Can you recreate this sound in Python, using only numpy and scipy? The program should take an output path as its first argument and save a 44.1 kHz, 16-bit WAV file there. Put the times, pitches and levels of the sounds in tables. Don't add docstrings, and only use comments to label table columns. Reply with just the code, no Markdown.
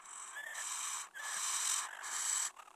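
import sys
import numpy as np
from scipy import signal
from scipy.fft import rfft, irfft, next_fast_len
from scipy.io import wavfile
from scipy.ndimage import map_coordinates

SR = 44100
rng = np.random.default_rng(int(sys.argv[2]) if len(sys.argv) > 2 else 0)


def output_pcm(signal):
    pcm = np.clip(np.atleast_2d(signal).T, -1, 1) * 32767
    wavfile.write(sys.argv[1], SR, np.round(pcm).astype(np.int16))


N = 121275
T = np.arange(N) / SR

# frequency in Hz, gain in dB.
BACKGROUND_SPECTRUM = [(25, -2), (130, -27), (185, -4.5), (250, -11.5), (370, 2.5), (480, -10.5), (900, 2),
                       (2000, -14), (5000, -18), (9000, -11.5), (14000, -29)]
BOARD_SPECTRUM = [(40, -16), (140, -14), (195, 5), (260, -17), (380, -4), (700, -22), (3000, -60)]
# centre in seconds, half length in seconds, level in dB.
FOOT_BUMPS = [(1.376, .014, -68), (2.13, .025, -76)]

# frequency in Hz, gain in dB.
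CLUCK_BREATH = [(300, -31), (550, -12.5), (800, 1), (1300, -7), (1800, -10.5), (2300, -16), (2750, -5.5),
                (3200, -17), (3700, -16), (4500, -30), (6000, -22), (7800, -12.5), (9000, -25),
                (12000, -26), (15000, -42)]
TWITTER_BREATH = [(250, -35), (480, -19), (650, -2.5), (950, 2.5), (1250, -6), (1600, 5), (1950, -3.5),
                  (2350, -17), (2800, -10), (3200, -8), (3600, -42), (4200, -47), (5200, -26), (6500, -20),
                  (7900, -9.5), (9000, -31), (11300, -18), (12500, -38), (15000, -47)]
WHISTLE_BREATH = [(250, -41), (450, -16.5), (580, -1.5), (950, 2), (1380, -8), (1750, 0), (2050, 1),
                  (2400, -12.5), (2900, -11), (3400, 0.5), (3850, -38), (4300, -53), (5200, -28),
                  (6500, -12.5), (7900, -3), (9000, -17.5), (12500, -12.5), (15000, -52)]
# multiple of the pitch, relative level in dB.
HARMONICS = [(1, 0), (2, -13), (3, -33), (4, -28), (5, -26)]
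# multiple of a third of the pitch, relative level in dB.
BUZZ_PARTIALS = [(1, -19), (2, -18), (4, -24), (5, -20), (6, -14)]
# centre in seconds, half length in seconds, relative level in dB, pitch in Hz.
CLUCK_NOTES = [(1.045, 0.0053, -55, 1088), (1.071, 0.0042, -51, 1083), (1.088, .003, -57.5, 1232),
               (1.112, 0.0018, -56.5, 1413), (2.506, 0.0065, -54.5, 1080), (2.544, 0.0037, -59.5, 1050),
               (2.571, 0.007, -54.5, 1050), (2.598, 0.011, -49, 1310), (2.627, 0.0069, -52, 1310),
               (2.652, 0.0014, -66, 950), (2.66, 0.0061, -56.5, 1310), (2.681, 0.0065, -52.5, 1260),
               (2.707, 0.00086, -49.5, 900), (2.714, .0025, -55.5, 1150), (2.731, 0.0013, -61, 900),
               (2.743, 0.0032, -56, 1300)]
# centre in seconds, relative level in dB.
TWITTER_NOTES = [(1.871, -46), (1.891, -45.5), (1.913, -46.5), (1.934, -44.5), (1.952, -46), (1.973, -46),
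                 (1.994, -47.5), (2.013, -46)]
# time in seconds, pitch in Hz, relative level in dB.
WHISTLE_CONTOURS = [
    [(.33, 1574, -54), (.352, 1572, -56), (.368, 1693, -44), (.41, 1746, -46), (.425, 1720, -55),
     (.44, 1715, -42.5), (.454, 1934, -55), (.468, 1770, -41), (.485, 1705, -46.5), (.495, 1865, -44.5),
     (.53, 1676, -44), (.542, 1880, -50), (.575, 1780, -42.5), (.614, 1720, -43.5), (.635, 1760, -64)],
    [(1.136, 1743, -66), (1.162, 1665, -48.5), (1.173, 1560, -44.5), (1.189, 1608, -52), (1.2, 1768, -43),
     (1.216, 1720, -52), (1.258, 1700, -45), (1.3, 1696, -47), (1.38, 1693, -44.5), (1.41, 1630, -73)],
]

# centre in seconds, half length in seconds, level in dB.
SPIT_BURSTS = [(0.058, 0.0023, -48), (0.278, 0.00074, -41), (0.725, 0.0022, -37), (1.477, .002, -40),
               (1.677, 0.0017, -59), (1.72, 0.0015, -49), (2.382, 0.001, -46), (2.452, 0.0018, -38)]
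# time in seconds, treble level in dB, relative throat band level in dB.
HISS_ENVELOPES = [
    [(0, -84, -53), (.016, -63, -68.5), (.028, -62, -60), (.14, -52, -57), (.22, -49.5, -55.5),
     (.3, -52.5, -58), (.35, -55.5, -53.5), (.4, -100, -66)],
    [(.533, -65, -59), (.552, -47.5, -55), (.63, -44, -52.5), (.73, -42.5, -51), (.9, -41, -50.5),
     (1.02, -44.5, -51), (1.045, -53.5, -54.5), (1.072, -72, -59), (1.086, -94, -66)],
    [(1.185, -55, -80), (1.21, -57.5, -53), (1.24, -46.5, -51.5), (1.45, -39, -48.5), (1.62, -37.5, -48.5),
     (1.72, -34.5, -49), (1.79, -38.5, -47), (1.856, -49, -46.5), (1.89, -79.5, -65)],
    [(2.02, -64, -49), (2.045, -44.5, -50.5), (2.1, -46.5, -48), (2.14, -40, -46.5), (2.25, -37.5, -47.5),
     (2.36, -35, -47), (2.47, -37, -48), (2.486, -53, -54.5), (2.515, -66, -67)],
]
# strongest crest in seconds, rate in Hz, depth in dB, spread in seconds.
HISS_FLUTTERS = [(0.135, 45.3, 3.5, 0.12), (0.718, 42.5, 1.5, 0.083), (1.72, 44.5, 4, 0.046),
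                 (2.378, 38.4, 2, 0.059)]
# frequency in Hz, gain in dB.
THROAT_SPECTRUM = [(150, -50), (400, -23.5), (520, -32), (680, -18), (850, -10.5), (1060, 3), (1270, -2.5),
                   (1380, -3.5), (1490, -7.5), (1730, -2), (2080, -12.5), (2310, -7), (2700, -18),
                   (3100, -5.5), (3400, -19.5), (3700, -8.5), (4000, -8), (4400, -15.5), (4590, -29),
                   (4780, -11), (5400, -13.5), (5780, -0.5), (6050, -6), (6280, -2), (6600, -16),
                   (6950, -9), (7200, 1.5), (7450, -9), (7720, 5), (7860, -5.5), (8060, 7.5), (8350, -7.5),
                   (8750, -16), (9300, -12), (10000, -14), (10700, -25), (11300, -18), (13600, -23.5),
                   (15000, -45)]
LAST_THROAT_SPECTRUM = [(150, -38), (400, -19), (520, -23.5), (700, -14), (1050, 0), (1400, -4.5),
                        (1530, -7), (1700, 1), (2050, -9), (2300, -7.5), (2500, -10), (2700, -23),
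                        (2900, -10), (3100, -2), (3380, -15.5), (3750, -7), (4300, -8.5), (4600, -8),
                        (5100, -11), (5450, -13), (5880, 2), (6080, -13), (6300, 1.5), (6700, -9),
                        (7230, 3), (7450, -2.5), (7800, 5.5), (8300, -4), (8600, -2), (9300, -19),
                        (10050, -4), (10300, -20), (10600, -8.5), (11200, -17.5), (13500, -20.5),
                        (15000, -38)]
# frequency in Hz, then gain in dB for each hiss.
HISS_TINTS = [(510, 1.5, 0.5, 1), (1060, -0.5, 2.8, -2.5), (1840, -4.5, -1.5, -3), (2420, 1, 3.5, -1),
              (3780, -1, 0.52, 0), (4740, -12.5, -2.4, -1), (6050, -0.5, -1.5, -3), (6700, 0, 2.6, 0),
              (7870, 6, -2, -4.5), (8700, 0.5, -0.062, -0.5), (10000, 5.5, 1.4, -2), (12100, -8, -2, -3.5)]
# time in seconds, hollow frequency in Hz,
# depth in dB, peak frequency in Hz, height over its surroundings in dB.
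GAPE_GLIDE = [(2.03, 8950, 0, 7450, 0), (2.18, 9160, 12, 7680, 4), (2.33, 9400, 26, 7780, 9),
              (2.46, 9520, 20, 7800, 8), (2.49, 9520, 0, 7800, 0)]


def amp(db):
    return 10 ** (np.asarray(db) / 20)


def unit(x):
    return x / np.sqrt(np.mean(x ** 2) + 1e-20)


def colour(points, hz):
    f, db = np.transpose(points)
    return amp(np.interp(np.log(hz + 1), np.log(f + 1), db))


def filtered(x, response):
    size = next_fast_len(N + 8192)
    return irfft(rfft(x, size) * response(np.fft.rfftfreq(size, 1 / SR)), size)[:N]


def noise(points):
    return unit(filtered(rng.standard_normal(N), lambda hz: colour(points, hz)))


def wobble(rate):
    return map_coordinates(rng.standard_normal(4096), [T * rate], mode="wrap")


def bell(x, centre, width):
    return np.exp(-((x - centre) / width) ** 2)


def level(times, db):
    return amp(np.interp(T, times, db, left=-140, right=-140))


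def pulses(rows):
    return sum(amp(db) * bell(T, centre, half_length) for centre, half_length, db, *_ in rows)


def background():
    return amp(-69) * noise(BACKGROUND_SPECTRUM)


def box_reverberation(x, t60_s=.05):
    t = T[:SR // 4]
    tail = rng.standard_normal(len(t)) * amp(-60 * t / t60_s) * (t > .002)
    return signal.fftconvolve(x, tail / np.linalg.norm(tail))[:N]


def feet():
    return noise(BOARD_SPECTRUM) * pulses(FOOT_BUMPS)


def voice(pitch, waver, buzz=0):
    phase = 2 * np.pi * np.cumsum(pitch * (1 + waver * wobble(328.8))) / SR
    tone = sum(amp(db) * np.sin(k * phase + (k - 1) * .23 * wobble(560)) for k, db in HARMONICS)
    low_buzz = sum(amp(db) * np.sin(k * phase / 3) for k, db in BUZZ_PARTIALS)
    return unit(tone + buzz * low_buzz)


def clucks():
    times, _, _, pitches = np.transpose(CLUCK_NOTES)
    tone = voice(np.interp(T, times, pitches), waver=.05)
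    soft_tone = filtered(tone, lambda hz: bell(hz, 0, 5000))
    return pulses(CLUCK_NOTES) * (amp(-2.5) * noise(CLUCK_BREATH) + amp(-1.5) * soft_tone)


def twitter(top_hz=1950, dip_hz=380, half_note_s=.0065):
    pitch = top_hz - dip_hz * sum(bell(T, s, half_note_s) for s, _ in TWITTER_NOTES)
    envelope = pulses((s, half_note_s, db) for s, db in TWITTER_NOTES)
    return envelope * (amp(-3) * voice(pitch, waver=.08) + amp(-1) * noise(TWITTER_BREATH))


def whistles(clear_at_s=.074, pulse_hz=39, pulse_depth_db=10):
    out = np.zeros(N)
    for contour in WHISTLE_CONTOURS:
        times, hz, db = np.transpose(contour)
        age = T - times[0]
        rough_s = np.clip(age - clear_at_s, 0, .5)
        beat = np.cos(2 * np.pi * (pulse_hz * age + .21 * wobble(20)))
        breaks = np.minimum(rough_s / .14, 1) * (1 - beat) / 2
        pitch = np.interp(T, times, hz) * (1 + .0403 * breaks)
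        tone = voice(pitch, waver=.007 + .194 * rough_s, buzz=bell(age, clear_at_s, .03))
        pulsed_tone = amp(-pulse_depth_db * breaks) * tone
        out += level(times, db) * (pulsed_tone + amp(-8) * noise(WHISTLE_BREATH))
    return filtered(out, lambda hz: amp(-31 * bell(hz, 4110, 494)))


def gape(x, hollow_width_hz=260, peak_width_hz=170):
    hz, t, spectra = signal.stft(x, SR, nperseg=512)
    times, *columns = np.transpose(GAPE_GLIDE)
    hollow_hz, hollow_db, peak_hz, peak_db = [np.interp(t, times, c) for c in columns]
    hollow = np.exp(-((hz[:, None] - hollow_hz) / hollow_width_hz) ** 4)
    peak = bell(hz[:, None], peak_hz, peak_width_hz) - .35
    gain = amp(peak_db * peak - hollow_db * hollow)
    return signal.istft(spectra * gain, SR, nperseg=512)[1][:N]


def spits():
    bursts = rng.standard_normal(N) * pulses(SPIT_BURSTS)
    return filtered(bursts, lambda hz: unit(colour(THROAT_SPECTRUM, hz)))


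def hiss(envelope, flutter, resonances, crossover_hz=2330):
    times, treble_db, throat_db = np.transpose(envelope)
    crest_s, rate_hz, depth_db, spread_s = flutter
    beat = np.cos(2 * np.pi * ((T - crest_s) * rate_hz + .03 * wobble(22)))
    flutter_db = depth_db * np.sqrt(bell(T, crest_s, spread_s)) * beat
    rough_db = flutter_db + wobble(329.2) + .75 * wobble(61.1)
    treble_air = rng.standard_normal(N) * amp(rough_db)
    throat_air = rng.standard_normal(N) * amp(.26 * rough_db)
    low_share = lambda hz: 1 / (1 + (hz / crossover_hz) ** 6)
    treble = unit(filtered(treble_air, lambda hz: resonances(hz) * np.sqrt(1 - low_share(hz))))
    throat = unit(filtered(throat_air, lambda hz: resonances(hz) * np.sqrt(low_share(hz))))
    return treble * level(times, treble_db) + throat * level(times, throat_db + 2)


def hisses():
    hz, *tints = np.transpose(HISS_TINTS)
    responses = [lambda f, tint=tint: colour(THROAT_SPECTRUM, f) * colour(np.c_[hz, tint], f)
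                 for tint in tints]
    responses.append(lambda f: colour(LAST_THROAT_SPECTRUM, f))
    return sum(hiss(*call) for call in zip(HISS_ENVELOPES, HISS_FLUTTERS, responses))


def scene():
    owls = hisses() + spits() + whistles() + twitter() + clucks()
    owls_in_box = owls + amp(-17) * box_reverberation(owls)
    return (gape(owls_in_box) + feet() + background())[None]


def record(dry):
    return filtered(dry[0], lambda hz: hz < 15150)[None]


dry = scene()
out = record(dry)
output_pcm(out)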